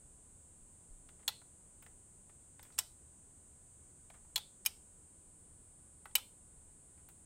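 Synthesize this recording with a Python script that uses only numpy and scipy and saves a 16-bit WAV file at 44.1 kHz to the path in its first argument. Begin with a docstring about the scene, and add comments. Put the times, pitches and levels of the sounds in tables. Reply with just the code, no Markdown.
"""From the start a mains power supply whines high up, over ventilation rumble and a faint hiss. An arm
leaning on the bench thuds softly at 0.6 s, 0.9 s and 6.7 s. From 1.1 s fingers tap a perforated wiring board.
A metal toggle switch on it is thrown by hand at 1.3, 2.8, 4.4, 4.7 and 6.2 s: each throw makes many decaying
tones ring. The whine is sines swept by a voltage ripple, the air is shaped noise, and a quiet room adds a tail."""
import sys
import numpy as np
from scipy import signal
from scipy.fft import rfft, irfft
from scipy.io import wavfile
from scipy.ndimage import uniform_filter1d

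SR = 44100
rng = np.random.default_rng(int(sys.argv[2]) if len(sys.argv) > 2 else 0)


def put_to_file(sound):
    """Save the sound as 16-bit audio at rate SR, in the file named by the first command-line argument."""
    columns = np.atleast_2d(sound).T  # one column per channel
    safe = np.clip(columns, -1, 1)
    whole_steps = np.round(safe * 32767)
    wavfile.write(sys.argv[1], SR, whole_steps.astype(np.int16))


N = 319725


def from_db(db):
    """Turns decibels into an amplitude factor."""
    return 10 ** (np.asarray(db) / 20)


def at_hz(points, hz):
    """Reads a table between its rows, on a log-frequency axis."""
    table = np.array(points)
    return np.interp(np.log(hz), np.log(table[:, 0]), table[:, 1])


# loudness of ventilation rumble and hiss at each pitch: [f/Hz, relative level per Hz/dB]
AIR = [(12, -27), (20, 0), (50, -8), (77, -1.5), (100, -7.5), (140, -9.5), (285, -15.5), (950, -27.5),
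       (2000, -35), (4800, -40), (10800, -40), (15000, -43), (16200, -51.5)]
AIR_DB = -65   # rms of the whole


def air():
    """Moving air makes steady noise, here random noise shaped by its spectrum."""
    hz = np.maximum(np.fft.rfftfreq(N, 1 / SR), 1)
    spectrum = rfft(rng.standard_normal(N))
    noise = irfft(spectrum * from_db(at_hz(AIR, hz)) * (hz > 10), N)
    return from_db(AIR_DB) * noise / noise.std()


RIPPLE_HZ, FIRST_CREST_S = 119.967, -.0001
FLAT_TOP = .09   # the mains wave is flattened over this share of a ripple either side of its crest
SAG, HOLD = .55, 0.06   # voltage decay per ripple; share of a ripple before it starts
ROUNDING_S = 0.00027   # the voltage is averaged over this time


def voltage_drop(since):
    """The smoothing capacitor follows the rectified mains up to each crest, then sags until it is recharged."""
    sagging = np.exp(-SAG * np.maximum(since - HOLD, 0))
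    mains = np.minimum(np.abs(np.cos(np.pi * since)) / np.cos(np.pi * FLAT_TOP), 1)
    rising_mains = mains * (since > .5)
    drop = 1 - np.maximum(rising_mains, sagging)
    return uniform_filter1d(drop, size=round(ROUNDING_S * SR))


# base pitch of the whine at the ripple crest: [t/s, f/Hz]
CREST_PITCH = [(0, 8815), (1.0, 8823), (3.0, 8805), (4.8, 8785), (5.0, 8820), (5.22, 8960), (5.98, 9005),
               (6.3, 8940), (7.25, 8935)]
# starts of brief dips in pitch, as under a passing load: [t/s]
LOADS = [.39, 1.10, 1.83, 2.50, 3.16, 3.83, 4.52, 5.17, 5.87, 6.60]
LOAD_S, LOAD_DROP_HZ = .085, 67
# chance in the whine's pitch: [spread f/Hz, changes per s]
WAVERS = [(6, 3.1), (14, 150.0)]
SWING_HZ, UNEVEN_HZ = 8580, 75   # pitch lost per unit of voltage drop; up or down on alternate crests
# as charging starts the whine falters and its pitch plunges: centre and width as shares of a ripple
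RECHARGE, RECHARGE_WIDTH = .735, .04
RECHARGE_DIP_DB, PLUNGE_HZ = 9.5, 600
# the two whining tones: [f above the sweep/Hz, level at the crest/dB, loss per squared unit of voltage drop/dB]
WHINES = [(0, -57.5, 169.5), (1023, -64.5, 46)]
# thin steady tones: [f/Hz, rms level/dB]
HUM = [(1001, -89.5), (1502, -94.5), (3004, -101)]


def supply():
    """The pitch and loudness of the whine follow the rippling capacitor voltage; steady tones lie beside it."""
    t = np.arange(N) / SR
    turns = (t - FIRST_CREST_S) * RIPPLE_HZ
    since = turns % 1   # share of a ripple gone since its crest
    drop = voltage_drop(since)
    charging = np.exp(-((since - RECHARGE) / RECHARGE_WIDTH) ** 2)

    sweep = np.interp(t, *np.transpose(CREST_PITCH))
    sweep = sweep - LOAD_DROP_HZ * sum((t > s) & (t < s + LOAD_S) for s in LOADS)
    sweep = sweep - UNEVEN_HZ * np.cos(np.pi * turns)   # the two half-waves of the mains differ
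    sweep = sweep - SWING_HZ * drop - PLUNGE_HZ * charging
    for spread_hz, rate in WAVERS:
        # 1000 random points; after the last one the value stays put
        waver = np.interp(t * rate, np.arange(1000), rng.standard_normal(1000))
        sweep = sweep + spread_hz * waver

    out = np.zeros(N)
    for hz, db, loss_db in WHINES:
        cycles = np.cumsum(sweep + hz) / SR + rng.random()
        out += from_db(db - loss_db * drop ** 2) * np.sin(2 * np.pi * cycles)
    out *= from_db(-RECHARGE_DIP_DB * charging)
    for hz, db in HUM:
        out += np.sqrt(2) * from_db(db) * np.sin(2 * np.pi * (hz * t + rng.random()))
    return out


def ring(push, hz, t60):
    """A mode: a unit click sets a sine of height 1 ringing, which fades by 60 dB in t60 seconds."""
    r, w = from_db(-60 / (t60 * SR)), 2 * np.pi * hz / SR
    return signal.lfilter([0, np.sin(w)], [1, -2 * r * np.cos(w), r * r], push)


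def add(out, s, peak_db, sound):
    """Places a sound at a time; its loudest 3 ms set the approximate peak."""
    i = round(s * SR)
    loudest = 2.5 * np.sqrt(uniform_filter1d(sound ** 2, size=130).max())
    out[i:i + len(sound)] += (from_db(peak_db) * sound / loudest)[:N - i]


# arm leaning on the bench: [t/s, peak level/dB]
THUDS = [(0.609, -48), (0.899, -42.5), (6.669, -50.5)]
BENCH_HZ, BENCH_T60_S = 30, 0.45


def bench():
    """A soft push of the arm sets the bench swinging at one low pitch."""
    out = np.zeros(N)
    push = np.append(np.hanning(600), np.zeros(12000))
    for s, db in THUDS:
        add(out, s, db, ring(push, BENCH_HZ, BENCH_T60_S))
    return out


RISE_S, SPIKY_DB = .0003, 5.5   # swell of a rattle; spread of its single contacts


def burst(length_s, size):
    """Uneven tiny contacts swell at once and die with the given time constant."""
    t = np.arange(size) / SR
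    contacts = rng.standard_normal(size) * from_db(SPIKY_DB * rng.standard_normal(size))
    return contacts * np.exp(-t / length_s) * (1 - np.exp(-t / RISE_S))


def highpass(x, hz):
    """Weakens what lies below a pitch."""
    return signal.sosfilt(signal.butter(4, hz, "high", fs=SR, output="sos"), x)


BOARD_BOTTOM_HZ = 505   # the ringing weakens below this


def struck(modes, rattle_s, crack_db, crack_s):
    """A short rattle of contacts drives every mode (dB = height of its spectral peak); a broad crack lies on top."""
    body = np.zeros(6000)
    for hz, db, t60 in modes:
        tone = ring(burst(rattle_s, size=6000), hz, t60)
        body += from_db(db) / np.sqrt(t60) * tone / tone.std()
    body = highpass(body, BOARD_BOTTOM_HZ)
    crack = highpass(burst(crack_s, size=6000), 900)
    return body / body.std() + from_db(crack_db) * crack / crack.std()


# ringing modes of the wiring board, also knocked by the switch: [f/Hz, relative level/dB, t60/s]
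BOARD = [(860, 9, 0.023), (1396, 4.5, 0.01), (2050, 0.5, 0.013), (2310, -13, 0.0081), (3937, -25.5, .01)]
# finger touches: [t/s, peak level/dB, scrape colour f/Hz, kind of touch]
TOUCHES = [(1.089, -52, 2460, "pad"), (1.192, -60.5, 1580, "slide"), (1.229, -60.5, 1995, "pad"),
           (1.416, -54.5, 890, "pad"), (1.824, -53, 2370, "nail"), (1.863, -49, 1890, "pad"),
           (2.295, -56.5, 2180, "pad"), (2.594, -46, 2570, "knuckle"), (2.628, -51, 5200, "nail"),
           (2.649, -56, 1868, "slide"), (2.702, -55.5, 1782, "pad"), (2.721, -58.5, 6100, "slide"),
           (4.101, -47, 1505, "pad"), (4.138, -56.5, 1500, "slide"), (4.248, -61, 1110, "pad"),
           (6.055, -39, 1530, "knuckle"), (6.111, -63, 3000, "pad"), (6.976, -64.5, 1886, "slide"),
           (7.087, -53, 2440, "nail")]
# how each kind of touch sounds: [treble tick level/dB, scrape level/dB, rub time constant/s]
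TOUCH_KINDS = {"pad": (-25, 5, 0.0052), "slide": (-19, 6.2, 0.026), "nail": (6.2, 2.3, 0.0088),
               "knuckle": (-29, -4, 0.0041)}


def fingers():
    """Each touch knocks softly on the board, with a coloured scrape of skin and a tick of nail."""
    out = np.zeros(N)
    for s, db, colour_hz, kind in TOUCHES:
        tick_db, scrape_db, rub_s = TOUCH_KINDS[kind]
        scrape = (colour_hz, scrape_db, 2.3 / colour_hz)   # a broad resonance of a few cycles
        add(out, s, db, struck(BOARD + [scrape], rub_s, -12.5, rub_s))
        tick = np.diff(burst(.006, size=3000), n=2)   # differencing keeps mostly treble
        add(out, s, db + tick_db, tick)
    return out


# contacts of the lever: [t/s, peak level/dB, contact, throw]
SNAPS = [(1.2782, -19, "stop", "right-centre"), (1.287, -29, "rebound", "right-centre"),
         (2.78, -37, "release", "centre-right"), (2.785, -28, "release", "centre-right"),
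         (2.7875, -17, "stop", "centre-right"), (4.3586, -18.5, "stop", "right-centre"),
         (4.377, -30.5, "rebound", "right-centre"), (4.651, -36, "release", "centre-left"),
         (4.6605, -16, "stop", "centre-left"), (6.153, -13, "stop", "left-centre"),
         (6.181, -36, "rebound", "left-centre")]
# which way the lever goes, in the order of the mode strengths: [throw]
THROWS = ["right-centre", "centre-right", "centre-left", "left-centre"]
# ringing modes of switch and board: [f/Hz, t60/s, then relative level/dB in each of the four throws]
SWITCH = [(821, 0.07, -11.5, -26, -18, -17), (1015, 0.07, -11.5, -8.5, -22.5, -13),
          (1660, 0.01, -26, -10.5, -41, -37.5), (2230, 0.045, -24, -40, -9, -10.5),
          (2434, 0.046, -21.5, -13, 2.5, -3.5), (2775, 0.013, -12.5, -6, -8, -6.5),
          (2985, 0.03, -24, -3, 3.5, 3), (3380, 0.021, 2, -4.5, -16, -23),
          (3585, 0.057, -2.5, -34, -20, -15), (3840, 0.04, -1, -7, -4, -3.5), (4130, 0.04, 1, -17, -33, -7),
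          (4280, 0.024, -1.5, -27, -22.5, -32.5), (4850, 0.0279, -16, -3.5, -6, -10),
          (5396, 0.022, -10.5, 4, 3.5, -8.5), (6500, 0.014, -11, -9, -2.5, -9),
          (7480, 0.0038, -8.5, 0.5, -26, -23), (7780, 0.0094, -19, -2, -31, -19),
          (7930, 0.042, -21.5, 2, -7.5, -4), (8060, 0.027, -9.5, 7.5, -6.5, -1.5),
          (8640, 0.042, -10.5, 3, 2.5, -12), (9280, 0.015, -20, -12, -3, -13),
          (9990, 0.025, -11, -3, -1.5, -4.5), (11034, 0.02, -11, -1, 2.5, -13.5),
          (11580, 0.0047, -18, -31, -8.5, -6.5), (12000, 0.0097, -16, -5, -19.5, -12.5),
          (13630, 0.02, -22, 2, 4, -11), (13430, 0.014, -11, -10, -11, -9.5),
          (14840, 0.014, -12.5, -23, -24, -8), (16080, 0.014, -10, -26, -18.5, -4.5)]
# the spring lets go, the lever hits its stop, it bounces back:
# [base rattle time/s, crack level/dB, knock in the board relative to the snap/dB]
CONTACTS = {"release": (0.0072, 2.5, -23.5), "stop": (0.0066, -13, -33.5), "rebound": (0.005, 0, -10)}
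# what the board radiates to the walls in each throw, before its treble is weakened: [level relative to the snap/dB]
RADIATED_DB = [-15.5, -16, -19, -17.5]
SMEAR = 5.0   # the board's many small modes smear the rings: they die this many times sooner
BOARD_TOP_HZ = 6000   # the board radiates little above this


def switch():
    """Each throw lands on another stop, so the same modes ring with other strengths; gives direct and radiated sound."""
    direct, radiated = np.zeros((2, N))
    for s, db, contact, throw in SNAPS:
        way = THROWS.index(throw)
        rattle_s, crack_db, knock_db = CONTACTS[contact]
        modes = [(hz, strengths[way], t60) for hz, t60, *strengths in SWITCH]
        add(direct, s, db, struck(modes, 0.51 * rattle_s, crack_db, 1.5 * rattle_s))
        add(direct, s, db + knock_db, struck(BOARD, rattle_s, -15.5, rattle_s))
        smeared = [(hz, strength_db, t60 / SMEAR) for hz, strength_db, t60 in modes]
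        add(radiated, s, db + RADIATED_DB[way], struck(smeared, rattle_s, -12.5, rattle_s))
    return direct, signal.lfilter(*signal.butter(1, BOARD_TOP_HZ, fs=SR), radiated)


# how long the room's tail lasts at each pitch: [f/Hz, t60/s]
ROOM = [(400, 0.49), (1500, 0.13), (3700, 0.34), (8000, .2), (15000, 0.4)]


def room(x):
    """Many wall echoes form a dense tail, dying band by band, that builds up over the first 9.2 ms."""
    t = np.arange(SR // 2) / SR
    tail = np.zeros(len(t))
    edges = np.geomspace(300, 17000, num=11)
    for low, high in zip(edges, edges[1:]):
        band_filter = signal.butter(2, [low, high], "band", fs=SR, output="sos")
        band = signal.sosfilt(band_filter, rng.standard_normal(len(t)))
        tail += band * from_db(-60 * t / at_hz(ROOM, np.sqrt(low * high)))
    tail *= np.clip(t / 0.0092, 0, 1)
    return signal.fftconvolve(x, tail / np.sqrt(np.sum(tail ** 2)))[:N]


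TOUCH_ROOM_DB, WHINE_ROOM_DB = -11, -17.5   # touches (with thuds) and whine sent to the walls


def scene():
    """Switch, fingers, bench and whine sound in the room; the air lies under them."""
    whine = supply()
    touches = bench() + fingers()
    snaps, radiated = switch()
    sent = radiated + from_db(TOUCH_ROOM_DB) * touches + from_db(WHINE_ROOM_DB) * whine
    return (snaps + touches + whine + room(sent) + air())[None]


CUTOFF_HZ = 16800   # from here up everything is at least 70 dB weaker


def record(dry):
    """A steep low-pass filter cuts off the top treble."""
    return signal.sosfilt(signal.cheby2(14, 70, CUTOFF_HZ, fs=SR, output="sos"), dry)


dry = scene()
out = record(dry)
put_to_file(out)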